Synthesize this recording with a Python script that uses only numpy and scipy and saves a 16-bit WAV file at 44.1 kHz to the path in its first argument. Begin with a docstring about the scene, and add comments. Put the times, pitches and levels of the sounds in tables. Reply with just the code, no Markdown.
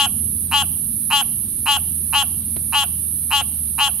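"""Tree frog at night

A tree frog barks from a bush: each bark is a train of clicks ringing its throat and vocal sac.
Three katydids scrape their wings in the leaves, the nearest pausing about once a second.
Far traffic drones, the air hisses, something taps once. Gain control ducks under every bark."""
import sys
import numpy as np
from scipy import signal
from scipy.fft import rfft, irfft
from scipy.io import wavfile
from scipy.ndimage import uniform_filter1d, minimum_filter1d, map_coordinates

SR = 44100
rng = np.random.default_rng(int(sys.argv[2]) if len(sys.argv) > 2 else 0)


def master_out(mix):
    """Clip the mix to full scale and print it as 16-bit PCM to the path in sys.argv[1]."""
    frames = np.transpose(np.atleast_2d(mix))
    ceiling = np.clip(frames, -1, 1)
    pcm = np.round(ceiling * 32767).astype(np.int16)
    wavfile.write(sys.argv[1], SR, pcm)


N = 176400
TIME_S = np.arange(N) / SR
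HZ = np.fft.rfftfreq(2 ** 18, 1 / SR)

# Frog barks. Each row: start in seconds, length in seconds, relative level in dB, mid-bark pitch in Hz.
BARK_EVENTS = [(-.0507, 0.11, 1.5, 283.9), (0.5141, 0.11, 0.5, 284.5), (1.1029, 0.11, 0.5, 283.8),
               (1.6587, 0.11, 0, 284.3), (2.1268, 0.1, 0.4, 283.2), (2.725, 0.11, -0.5, 284.2),
               (3.3058, 0.10146, -.5, 283.3), (3.781, 0.1, 0, 283.2)]
# Course of a bark. Each row: share of its length, then throat, sac, overtone and sizzle gains in dB.
BARK_COURSE = [(0, -7, -25, -13, -17), (.065, 0.5, -8, -11.5, -13), (.23, 3.5, -2.5, -0.5, -4),
               (.32, 4, 0, 1.5, -2.5), (.57, -1, -2.5, 4.5, 1.5), (.82, -4.5, -6, -3, -0.5),
               (1, -2.5, -9, -6.5, -2.5)]
# Resonances of a click. Each row: frequency in Hz, gain in dB.
THROAT_DB = [(300, -68), (570, -37.5), (720, -17.5), (840, 1.5), (1135, -4), (1415, -11), (1850, -14),
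             (2200, -31.5), (4000, -73)]
SAC_DB = [(1500, -45), (2250, -18), (2550, -6), (2850, 8), (3100, 6.5), (3380, 4), (3650, -30), (5000, -90)]
OVERTONES_DB = [(3200, -44), (3700, -20), (3950, -7), (4500, -18), (5620, -27.5), (7000, -60)]
SIZZLE_DB = [(5000, -52), (6900, -20.5), (8000, -36.5), (14000, -53)]
# Closing tone of a bark. Each row: harmonic number, relative level in dB.
RELEASE_HARMONICS = [(1, -1.5), (2, -4.5), (4, 0.5)]
# Frog's stereo balance. Each row: frequency in Hz, left minus right in dB.
FROG_PAN_DB = [(850, -4), (1900, 0), (2800, 7), (3100, 4), (3400, 6.5), (3750, 1), (4450, -3), (4850, 8),
               (7000, 11)]
# Frog's stereo phase. Each row: frequency in Hz, left lead in radians.
FROG_LEAD_RAD = [(2600, -0.33), (3200, -1.13), (4700, -0.86)]
# Katydid strokes. Each holds: rate in Hz, decay in seconds (negative: a trace of growth), gain of every
# other stroke in dB, level in dB, left minus right in dB, stereo correlation (clipped to -1..1).
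NEAR_STROKES = (232.5, -1, -4, -24, -11, 0.2)
LOW_STROKES = (67.5, -9, 2, -29, -5, 1.2)
BRIGHT_STROKES = (108, -1.8, 5, -37, -12.5, -1.2)
# Wing resonances. Each row: frequency in Hz, relative gain in dB.
NEAR_WING_DB = [(8500, -47), (9700, -6.5), (10150, -4), (10650, -1.5), (10950, -5), (11100, 6.5),
                (11270, -5), (11650, -3), (12200, -18), (15500, -35)]
LOW_WING_DB = [(7000, -52), (8200, -14.5), (9000, 2), (9400, 4.5), (9750, -3), (10300, -5.5), (11500, -16),
               (13000, -9.5), (15500, -41)]
BRIGHT_WING_DB = [(7500, -58), (9500, -2), (11300, -3), (12000, -0.5), (12400, -3), (13200, 0.5),
                  (13800, -10), (15600, -16)]
# Nearest katydid's pauses. Each row: start in seconds, length in seconds.
PAUSES_S = [(0.467, 0.035), (1.456, 0.027), (2.411, .035), (3.39, .03)]
# Far engine. Each row: time in seconds, pitch in Hz, level in dB.
ENGINE_COURSE = [(0, 83.9, -36.5), (.7, 83.9, -34), (.9, 85.97, -53), (1.45, 82, -51), (1.85, 82.7, -33),
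                 (2.862, 82, -38.5), (3.35, 78.5, -35), (4, 74, -41)]
# Traffic tones. Each row: frequency in Hz, level in dB before wavering and fading.
TRAFFIC_TONES = [(207, -45.5), (230, -44.5)]
# Noise spectra of traffic, air and tap. Each row: frequency in Hz, relative gain in dB.
RUMBLE_SHAPE_DB = [(20, -24.5), (55, -7.5), (100, -2.5), (135, -5), (235, -6.5), (430, -25.5), (800, -61)]
AIR_SHAPE_DB = [(250, -22), (560, -6.5), (2200, -14.5), (4100, -5), (6400, -20.5), (9000, -21)]
TAP_SHAPE_DB = [(150, -6), (430, -8.5), (700, -21), (4200, -26), (7000, -47)]


def amp(db):
    """Decibels to gain."""
    return 10 ** (np.asarray(db) / 20)


def unit(x):
    """Scale to rms 1."""
    return x / np.sqrt(np.mean(x ** 2) + 1e-20)


def along(points, hz):
    """Interpolate (Hz, value) points on a log axis."""
    knots_hz, values = np.transpose(points)
    return np.interp(np.log(hz + 1), np.log(np.sort(knots_hz) + 1), values)


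def wobble(rate_hz):
    """Smooth random curve, rate_hz knots a second."""
    return map_coordinates(rng.standard_normal(int(N * rate_hz / SR) + 4), [TIME_S * rate_hz])


def filtered(x, response):
    """Apply a response given on HZ."""
    return irfft(rfft(x, 2 * (len(HZ) - 1)) * response)[..., :N]


def causal(gain):
    """Minimum-phase response: sharp start, then ringing."""
    cepstrum = irfft(np.log(gain + 1e-6))
    half = cepstrum.shape[-1] // 2
    cepstrum[..., 1:half] *= 2
    cepstrum[..., half + 1:] = 0
    return np.exp(rfft(cepstrum))


def pan(db):
    """Left and right gains for a level difference."""
    return amp(np.array([[1], [-1]]) * db / 2)


def lead(radians):
    """Left and right responses for a phase difference."""
    return np.exp(.5j * np.array([[1], [-1]]) * radians)


def noise_pair(correlation):
    """Stereo white noise."""
    mid, side = rng.standard_normal((2, N))
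    angle = np.arccos(np.clip(correlation, -1, 1)) / 2
    return np.cos(angle) * mid + np.sin(angle) * side * np.array([[1], [-1]])


def bark(length_s, pitch_hz, slow_hz=150.74, sag_hz_per_s=174, fill_s=0.029, sharpness=0.94, size=1024):
    """Click times and spectra: slow clicks jump to pitch, then sag as the air runs out."""
    t = np.arange(int(length_s * SR)) / SR
    fast_hz = pitch_hz - sag_hz_per_s * (t - length_s / 2)
    jump_s, jump_width_s = 0.019, 0.00194
    rate_hz = slow_hz + (fast_hz - slow_hz) / (1 + np.exp((jump_s - t) / jump_width_s))
    cycles = np.cumsum(rate_hz) / SR
    clicks_s = np.interp(np.arange(int(cycles[-1]) + 1), cycles, t)
    share, *courses_db = np.transpose(BARK_COURSE)
    throat_db, sac_db, overtones_db, sizzle_db = [
        np.interp(clicks_s / clicks_s[-1], share, db)[:, None] for db in courses_db]
    sac_tuning = 1.02 - 0.16 * np.exp(-clicks_s[:, None] / fill_s)  # rises as the sac fills
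    hz = np.fft.rfftfreq(size, 1 / SR)
    gain = (amp(throat_db + along(THROAT_DB, hz))
            + amp(sac_db + along(SAC_DB, hz / sac_tuning))
            + amp(overtones_db + along(OVERTONES_DB, hz))
            + amp(sizzle_db + along(SIZZLE_DB, hz)))
    spectra = causal(gain ** sharpness) * gain ** (1 - sharpness)  # brief swell before the ring
    margin_s = size / 8 / SR  # room for that swell
    return clicks_s - margin_s, hz, spectra * np.exp(-2j * np.pi * hz * margin_s)


def whistle(pitch_hz=13650, fall_hz_per_s=30000, peak_s=0.076, rise_s=0.055, fade_s=0.012):
    """Faint, thin whistle that swells and falls in pitch while the frog pushes."""
    t = TIME_S[:SR // 7] - peak_s
    phase = 2 * np.pi * np.cumsum(pitch_hz - fall_hz_per_s * t) / SR + 1.1 * wobble(616)[:len(t)]
    envelope = np.exp(-(t / np.where(t < 0, rise_s, fade_s)) ** 2)
    return amp(-47) * envelope * np.sin(phase)


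def release(pitch_hz=786.7, fall_hz_per_s=5070, rise_s=0.005):
    """After the last click the slackening folds give a brief, rough, falling tone."""
    t = TIME_S[:SR // 20]
    phase = 2 * np.pi * np.cumsum(pitch_hz - fall_hz_per_s * t) / SR + 0.4 * wobble(625)[:len(t)]
    envelope = t / rise_s * np.exp(1 - t / rise_s)
    return amp(-27.5) * envelope * sum(amp(db) * np.sin(round(k) * phase) for k, db in RELEASE_HARMONICS)


def frog(gain_db=20, jitter_s=4e-6, scatter_db=.5, rasp_db=-26, rasp_corner_hz=3650):
    """Uneven, raspy clicks ring throat and sac; each bark adds a whistle and a closing tone."""
    track = np.zeros(N + 2 * SR)  # 1 s of padding at each end
    for start_s, length_s, db, pitch_hz in BARK_EVENTS:
        clicks_s, hz, spectra = bark(length_s, pitch_hz)
        rasp_gain = amp(rasp_db) * (1 + (hz / rasp_corner_hz) ** 2)
        draws = rng.standard_normal((64, 130))
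        for click_s, spectrum, (late, loud, *noise) in zip(clicks_s, spectra, draws):
            sample, fraction = divmod((1 + start_s + click_s + jitter_s * late) * SR, 0.99968)
            impulse = np.exp(-2j * np.pi * hz * fraction / SR)
            rasp = rasp_gain * rfft(noise, 2 * len(hz) - 2) / np.sqrt(len(noise))
            ring = irfft(spectrum * (impulse + rasp))
            track[int(sample):][:len(ring)] += amp(gain_db + db + scatter_db * loud) * ring
        for onset_s, tone in (start_s, whistle()), (start_s + length_s, release()):
            track[int((1 + onset_s) * SR):][:len(tone)] += amp(db) * tone
    return filtered(track[SR:][:N], pan(along(FROG_PAN_DB, HZ)) * lead(along(FROG_LEAD_RAD, HZ)))


def leaves(x, spread_s, gain_db, count=14, corner_hz=5940):
    """Sound plus early reflections from leaves, which scatter only treble."""
    reflections = np.zeros((2, SR // 2))
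    for channel in reflections:
        signs = rng.choice([-1, 1], count)
        channel[(rng.random(count) * spread_s * SR).astype(int)] = signs / np.sqrt(count)
    treble = 1 / (1 + (corner_hz / (HZ + 1)) ** 5)
    return x + amp(gain_db) * filtered(signal.fftconvolve(x, reflections, axes=1)[:, :N], treble)


def woods(x, echo_s=0.057, echo_db=-36.5, tail_db=-27.5, t60_s=0.69):
    """Faint echo from the trees and a diffuse tail."""
    tail = rng.standard_normal((2, SR)) * amp(-60 * TIME_S[:SR] / t60_s)
    tail /= np.linalg.norm(tail[0])
    echo = filtered(x, np.exp(-2j * np.pi * HZ * echo_s))
    return amp(tail_db) * signal.fftconvolve(x, tail, axes=1)[:, :N] + amp(echo_db) * echo


def katydid(strokes, wing_db, drift_hz=0, tonal_share=.15, highpass_hz=7000):
    """Strong and weak strokes scrape the file and ring the wing; part of each scrape repeats."""
    rate_hz, decay_s, alternate_db, level_db, pan_db, correlation = strokes
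    cycles = np.cumsum(rate_hz + drift_hz + .003 * rate_hz * wobble(25)) / SR
    age_s = cycles % 1 / rate_hz
    envelope = np.exp(-age_s / decay_s) * amp(alternate_db * (np.floor(cycles) % 2))
    teeth = map_coordinates(rng.standard_normal(2048), [age_s * SR], mode="wrap")
    scrape = np.sqrt(tonal_share) * teeth + np.sqrt(1 - tonal_share) * noise_pair(correlation)
    highpass = 1 / (1 + (highpass_hz / (HZ + 1)) ** 12)
    wing = lead(radians=-1.45) * causal(highpass * amp(along(wing_db, HZ)))
    return amp(level_db) * pan(pan_db) * unit(filtered(envelope * scrape, wing))


def insects(pause_db=-55, restart_db=-4.5, recover_s=0.12, slowing_hz_per_s=8, fade_db_per_s=0.52):
    """Two katydids buzz nonstop; the nearest pauses, swells back and slows through each bout."""
    bout_s, gate_db = TIME_S + .5, np.zeros(N)
    for start_s, length_s in PAUSES_S:
        end_s = start_s + length_s
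        bout_s = np.where(TIME_S > end_s, TIME_S - end_s, bout_s)
        gate_db += pause_db * ((TIME_S > start_s) & (TIME_S < end_s))
    gain = amp(gate_db + restart_db * np.exp(-bout_s / recover_s) - fade_db_per_s * (TIME_S + 1.5))
    near = katydid(NEAR_STROKES, NEAR_WING_DB, drift_hz=slowing_hz_per_s * (.5 - bout_s))
    near *= uniform_filter1d(gain, size=300)
    return near + katydid(LOW_STROKES, LOW_WING_DB) + katydid(BRIGHT_STROKES, BRIGHT_WING_DB)


def traffic(octave_db=-10.5, rumble_db=-34, fade_db_per_s=1.7):
    """One far engine slows; rumble and wavering tones fade."""
    knots_s, pitch_hz, level_db = np.transpose(ENGINE_COURSE)
    phase = 2 * np.pi * np.cumsum(np.interp(TIME_S, knots_s, pitch_hz) + .5 * wobble(8.7)) / SR
    engine_gain = amp(np.interp(TIME_S, knots_s, level_db) + wobble(5.34))
    engine = engine_gain * (np.sin(phase) + amp(octave_db) * np.sin(2 * phase))
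    tones = sum(amp(db + 3.1 * wobble(5.07)) * np.sin(2 * np.pi * hz * TIME_S + 1.72 * wobble(8))
                for hz, db in TRAFFIC_TONES)
    rumble = amp(rumble_db) * unit(filtered(noise_pair(0.8935), amp(along(RUMBLE_SHAPE_DB, HZ))))
    fade = amp(-fade_db_per_s * TIME_S)
    return pan(-0.86) * (np.sqrt(2) * engine + fade * (rumble + np.sqrt(2) * tones))


def air(level_db=-50):
    """Faint night hiss."""
    return amp(level_db) * unit(filtered(noise_pair(0.044), amp(along(AIR_SHAPE_DB, HZ))))


def tap(start_s=2.565, gain_db=-1.5, t60_s=0.047):
    """One soft, dull tap close by."""
    age_s = TIME_S - start_s
    burst = (age_s > 0) * amp(-60 * np.abs(age_s) / t60_s) * noise_pair(0.2)
    return amp(gain_db) * filtered(burst, causal(amp(along(TAP_SHAPE_DB, HZ))))


def scene():
    """Frog among leaves and trees, over insects, traffic, hiss and a tap."""
    voice = leaves(frog(), spread_s=.007, gain_db=10)
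    reverb = woods(voice)
    chorus = leaves(insects(), spread_s=.014, gain_db=-8)
    return voice + reverb + chorus + traffic() + air() + tap()


def record(dry, threshold_db=-12.5, cut_db_per_db=0.38, hold_s=0.004, smooth_s=0.0054, top_hz=15750):
    """Gain control turns loud peaks down; a low-pass limits the band."""
    peak_db = 20 * np.log10(np.abs(dry).max(axis=0) + 1e-9)
    over_db = np.maximum(peak_db - threshold_db, 0)
    held_db = minimum_filter1d(-cut_db_per_db * over_db, int(hold_s * SR) + 1)
    gain_db = uniform_filter1d(held_db, int(smooth_s * SR) + 1)
    return filtered(dry * amp(gain_db), HZ < top_hz)


dry = scene()
out = record(dry)
master_out(out)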